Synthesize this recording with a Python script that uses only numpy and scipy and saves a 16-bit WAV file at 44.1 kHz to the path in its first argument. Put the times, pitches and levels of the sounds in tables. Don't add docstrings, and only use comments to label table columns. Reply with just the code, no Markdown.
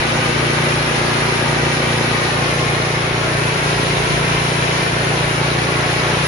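import sys
import numpy as np
from scipy import signal
from scipy.fft import rfft, irfft, next_fast_len
from scipy.io import wavfile

SR = 44100
rng = np.random.default_rng(int(sys.argv[2]) if len(sys.argv) > 2 else 0)


def generate_wav(sig):
    pcm = np.round(np.clip(np.atleast_2d(sig).T, -1, 1) * 32767).astype(np.int16)
    wavfile.write(sys.argv[1], SR, pcm)


N = 276507

# time in seconds, firings per second.
FIRING_RATE = [(0, 29.125), (1.04, 29.129), (2.09, 29.106), (3.13, 29.087), (4.18, 29.095), (6.27, 29.089)]
# frequency in Hz, left minus right in dB.
LEFT_LEAN = [(240, 0), (350, 1), (500, 0), (900, -1), (1400, 1.5), (1750, .5), (2300, 5), (2900, 1.5),
             (4000, 1.3), (4600, 0)]
LEFT_RIGHT = np.array([[1], [-1]])


def from_db(db):
    return 10 ** (np.asarray(db) / 20)


def rms_one(x):
    return x / np.sqrt(np.mean(x ** 2) + 1e-20)


def in_time(rows):
    s, *columns = np.transpose(rows)
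    return [np.interp(np.arange(N) / SR, s, c) for c in columns]


def at_hz(points, hz):
    point_hz, values = np.array(points).T
    return np.interp(np.log(np.maximum(hz, 1)), np.log(point_hz), values)


def band_pass(x, low_hz, high_hz):
    return signal.sosfilt(signal.butter(2, [low_hz, high_hz], "band", fs=SR, output="sos"), x)


def drift(rate_hz):
    r = np.exp(-80 * np.pi * rate_hz / SR)
    noise = rng.standard_normal(N // 40 + 2002)
    slow = signal.lfilter([1], [1, -2 * r, r * r], noise)[2000:]
    return np.interp(np.arange(N) / 40, np.arange(len(slow)), rms_one(slow))


def ring(x, hz, width_hz):
    r = np.exp(-np.pi * np.clip(width_hz, 10, 900) / SR)
    return signal.lfilter([0, 1], [1, -2 * r * np.cos(2 * np.pi * hz / SR), r * r], x + 1e-18)


def causal_pulse(db_on_grid):
    cepstrum = irfft(db_on_grid * np.log(10) / 20)
    half = len(cepstrum) // 2
    cepstrum[1:half] *= 2
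    cepstrum[half + 1:] = 0
    return irfft(np.exp(rfft(cepstrum)))[:half]


def crank():
    first_firing_s = .0194
    per_s, = in_time(FIRING_RATE)
    return np.cumsum(per_s) / SR - first_firing_s * per_s[0]


def muffler_phase(order, hz):
    chamber_hz, chamber_q = 88, 2.3
    outlet_hz, outlet_q = 650, 3
    turn_late = .15
    lead = 2 * np.arctan2(hz * chamber_hz / chamber_q, hz ** 2 - chamber_hz ** 2)
    lead -= np.arctan2(hz * outlet_hz / outlet_q, outlet_hz ** 2 - hz ** 2)
    return lead - 4 * np.pi * turn_late * (order == 2)


def engine(panel_db, height):
    # multiple of the firing rate, level in dB from low, level in dB from high;
    # exhaust_db is added to both levels.
    exhaust_orders = [(2, -10, -10), (3, -12, -12), (4, -.5, -1), (5, 2.2, 2), (6, -7, -3), (7, -22, -22),
                      (8, -16, -12), (9, -11, -12), (10, -22, -30), (11, -22, -16), (12, -14, -22),
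                      (13, -16, -13), (14, -14, -16), (15, -14, -10), (16, -15, -14), (17, -11, -16),
                      (18, -12, -12), (19, -24, -20), (20, -19, -16), (22, -18, -14), (23, -20, -24)]
    # frequency in Hz, width in Hz, delay in seconds
    # (negative is early), left minus right in dB.
    frame_panels = [(233, 14, 0, 0), (291, 14, -.0003, 9), (365, 80, .0056, 12), (400, 60, -.0005, 2)]
    exhaust_db = -26
    uneven_db, hunt_db = .7, .3
    waver_db, waver_step_db, slip_turns = 1.1, -.02, .03

    turns = crank()
    firing = np.arange(-1, int(turns[-1]) + 2)
    firing_gain = from_db(uneven_db * rng.standard_normal(len(firing)))
    strength = np.interp(turns, firing, firing_gain) * from_db(hunt_db * drift(4))
    exhaust, panels = 0, np.zeros((len(frame_panels), N))
    for k, low_db, high_db in exhaust_orders:
        order, hz = int(k), k * FIRING_RATE[0][1]
        wave = -np.exp(2j * np.pi * (order * turns + slip_turns * drift(2.5)))
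        wave = wave * from_db((waver_db + waver_step_db * order) * drift(3.5))
        db = exhaust_db + low_db + (high_db - low_db) * np.clip(height, 0, 1)
        exhaust = exhaust + from_db(db) * (wave * np.exp(1j * muffler_phase(order, hz))).real
        for m, (mode_hz, width_hz, delay_s, _) in enumerate(frame_panels):
            if abs(hz - mode_hz) < 2 * width_hz:
                delayed = (wave * np.exp(-2j * np.pi * hz * delay_s)).real
                panels[m] += delayed / (1 + (2 * (hz - mode_hz) / width_hz) ** 2)
    shaken = 0
    for row, db, panel in zip(frame_panels, panel_db, panels):
        shaken = shaken + from_db(db + row[3] / 2 * LEFT_RIGHT) * panel
    return np.sqrt(2) * strength * (exhaust + shaken)


def valves():
    # share of the cycle, kick level in dB over the mill, lower edge in Hz, upper edge in Hz.
    clacks = [(-.02, -7, 400, 900), (0, -6, 1800, 4000), (.06, -2, 900, 1800), (.36, -6, 900, 1600),
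              (.51, -4, 1600, 3600), (.53, -7, 400, 900), (.66, -5, 900, 3000)]
    decay_s, uneven_db = .0025, 2.5
    turns, out = crank(), 0
    for share, db, low_hz, high_hz in clacks:
        kicks, at = np.zeros(N), np.flatnonzero(np.diff(np.floor(turns - share)))
        kicks[at] = from_db(db + uneven_db * rng.standard_normal(len(at)))
        burst = signal.lfilter([1], [1, -np.exp(-1 / (decay_s * SR))], kicks)
        shared, own = rng.standard_normal((2, N))
        noise = band_pass(shared + .5 * own * LEFT_RIGHT, low_hz, high_hz)
        out = out + burst * rms_one(noise)
    return out


def whine(height):
    # multiple of the firing rate, level in dB rms from low, level in dB rms from high.
    tones = [(32, -44, -47), (33, -44, -43), (37, -46, -44), (38, -44, -44), (39, -44, -47), (44, -39, -46)]
    wander_turns, waver_db = .15, 2.5
    turns, out = crank(), 0
    for k, low_db, high_db in tones:
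        own_waver = np.array([drift(7.1), drift(7.1)])
        db = low_db + (high_db - low_db) * height + waver_db * (drift(.93) + .5 * own_waver)
        phase_turns = int(k) * turns + wander_turns * drift(2.6) + rng.random((2, 1))
        out = out + from_db(db) * np.sqrt(2) * np.sin(2 * np.pi * phase_turns)
    return out


def band_noise(spectrum, patchy_db, slow_db):
    # frequency in Hz, left-right likeness.
    likeness = [(60, .9995), (190, .9995), (235, .98), (265, .85), (300, .6), (400, .15), (500, .55),
                (620, .84), (760, .7), (900, .3), (1100, .05), (11000, .05)]
    treble_flicker_db = 1.0
    size = next_fast_len(N)
    hz = np.fft.rfftfreq(size, 1 / SR)
    mid, side = rfft(rng.standard_normal((2, size)))
    alike = np.clip(at_hz(likeness, hz), 0, 1)
    both = np.sqrt(1 + alike) * mid + np.sqrt(1 - alike) * side * LEFT_RIGHT
    both *= from_db(at_hz(spectrum, hz) + at_hz(LEFT_LEAN, hz) / 2 * LEFT_RIGHT)
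    half_octaves = 2 * np.log2(np.maximum(hz, 25) / 25)
    lows, highs = 0, 0
    for k in range(19):
        band = irfft(both * np.clip(1 - abs(half_octaves - k), 0, 1), size)[:, :N]
        flicker_db = slow_db if k < 14 else treble_flicker_db
        band *= from_db(patchy_db * drift(42) + flicker_db * drift(9.9))
        if k < 14:
            lows = lows + band
        else:
            highs = highs + band
    middle = band_pass(lows.mean(0), 700, 3000)
    return lows / middle.std(), highs / middle.std()


def grains():
    # frequency in Hz, width in Hz, relative level in dB.
    casing = [(910, 140, -0.5), (1460, 440, 0), (1960, 220, -1), (2350, 200, -3), (2930, 160, -5),
              (4000, 500, 0), (5400, 210, -5.5)]
    grains_per_s = 3400
    out = np.zeros((2, N))
    for hz, width_hz, db in casing:
        knocks = rng.random((2, N)) < grains_per_s / len(casing) / SR
        count = knocks.sum()
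        sizes = np.zeros((2, N))
        size_db = 3.0 * np.minimum(rng.exponential(1, count), 5)
        sizes[knocks] = from_db(size_db) * rng.choice([-1, 1], count)
        lean = from_db(at_hz(LEFT_LEAN, hz) / 2 * LEFT_RIGHT)
        out += from_db(db) * lean * rms_one(ring(np.diff(sizes, prepend=0), hz, width_hz))
    return rms_one(out)


def surfaces(x, height):
    # delay in ms from low, delay in ms from high, lag of left behind right in ms from low,
    # the same lag in ms from high, level in dB.
    near_surfaces = [(2.6, 3.3, -0.12, 0.44, -11), (4.3, 3.6, 0.14, 0.49, -10.5),
                     (6.7, 7.5, -0.21, 0.36, -10.5), (9.1, 8.0, 0.32, -0.217, -12),
                     (12.4, 13.1, -0.23, 0.39, -12.5)]
    tremor_ms, return_hz = .081, 930
    short = signal.sosfilt(signal.butter(2, return_hz, "high", fs=SR, output="sos"), x.mean(0))
    now, out = np.arange(N), 0
    for low_ms, high_ms, low_lag_ms, high_lag_ms, db in near_surfaces:
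        path_ms = low_ms + (high_ms - low_ms) * height + tremor_ms * drift(.63)
        lag_ms = low_lag_ms + (high_lag_ms - low_lag_ms) * height
        left = np.interp(now - (path_ms + lag_ms / 2) * SR / 1000, now, short)
        right = np.interp(now - (path_ms - lag_ms / 2) * SR / 1000, now, short)
        out = out + from_db(db) * np.array([left, right])
    return out


def in_step(x, height):
    # frequency in Hz, width in Hz, likeness at height 0, at .4, at .6, at 1.
    step_ranges = [(660, 200, 0, .3, .35, 0), (1220, 110, -.2, 0, -.3, -.9), (1500, 160, 0, -.9, -.2, -.1)]
    common, opposed = (x[0] + x[1]) / 2, (x[0] - x[1]) / 2
    for hz, width_hz, *likeness in step_ranges:
        alike = np.clip(np.interp(height, [0, .4, .6, 1], likeness), -.95, .95)
        b, a = signal.butter(1, [hz - width_hz / 2, hz + width_hz / 2], "band", fs=SR)
        common = common + (np.sqrt(1 + alike) - 1) * signal.lfilter(b, a, common)
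        opposed = opposed + (np.sqrt(1 - alike) - 1) * signal.lfilter(b, a, opposed)
    return np.array([common + opposed, common - opposed])


def wind():
    breeze_db = -46
    gust_s, gust_db, rise_s, fall_s = 4.3, 8, 1.9, .94
    low_noise_db = -14
    gust = [(gust_s - rise_s, breeze_db), (gust_s, breeze_db + gust_db), (gust_s + fall_s, breeze_db)]
    level_db, = in_time(gust)
    lumps = band_pass(rng.standard_normal(N + SR), 25, 60)[SR:]
    low_noise = band_pass(rng.standard_normal((2, N)), 105, 200)
    low_noise_gain = from_db(low_noise_db + level_db - breeze_db + 5 * drift(3))
    return from_db(level_db) * (rms_one(lumps) + low_noise_gain * rms_one(low_noise))


def scene():
    # time in seconds, height from blower 0 to hopper 1,
    # level of the mill in dB.
    place = [(0, 0, -22.5), (2, 0.04, -22.5), (2.6, .35, -23), (3.1, 0.547, -24), (3.7, 1, -23),
             (4.6, 0.99, -23), (5.5, 0.692, -23.5), (6.27, .6, -22.5)]
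    # level in dB from low by the blower, level in dB from up by the hopper.
    panel_levels = [(-32, -52), (-41, -58), (-36, -40.5), (-52, -35)]
    # frequency in Hz, relative level in dB per Hz.
    roar_spectrum = [(20, -25), (45, -14), (75, -8.5), (125, -2.5), (205, -6.5), (300, 0), (380, 2),
                     (470, 0.5), (620, -1.5), (780, -2.5), (1200, -2), (2300, -3.5), (3300, -10),
                     (4700, -14), (7000, -17), (11000, -17)]
    treble_follows = 2.4
    hopper_treble_db = 1.5

    height, mill_db = in_time(place)
    panel_db = [low + (high - low) * np.clip(height, 0, 1) for low, high in panel_levels]
    treble_db = (treble_follows - 1) * (mill_db - mill_db.mean()) + hopper_treble_db * (height - .5)
    jolt = np.cos(4 * np.pi * (crank() - .03))
    lows, highs = band_noise(roar_spectrum, patchy_db=.5, slow_db=.45)
    roar = from_db(.2 * jolt) * (lows + from_db(treble_db) * highs)
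    rattle = from_db(-4.5 + .65 * jolt) * grains() + valves()
    mill = roar + rattle
    mill = from_db(mill_db) * in_step(mill + surfaces(mill, height), height)
    return engine(panel_db, height) + whine(height) + mill + wind()


def record(dry):
    # frequency in Hz, response in dB.
    port = [(6000, -1), (6900, -3), (7800, -18), (8200, -19), (8800, -6.5), (9400, -5), (10400, 2.5),
            (11000, -3)]
    cutoff_hz = 10870
    hz = np.fft.rfftfreq(2 ** 11, 1 / SR)
    coloured = signal.fftconvolve(dry, causal_pulse(at_hz(port, hz))[None], axes=1)[:, :N]
    rounded = 1.5 * np.tanh(coloured / 1.5)
    return signal.sosfilt(signal.ellip(14, .5, 70, cutoff_hz, fs=SR, output="sos"), rounded)


dry = scene()
out = record(dry)
generate_wav(out)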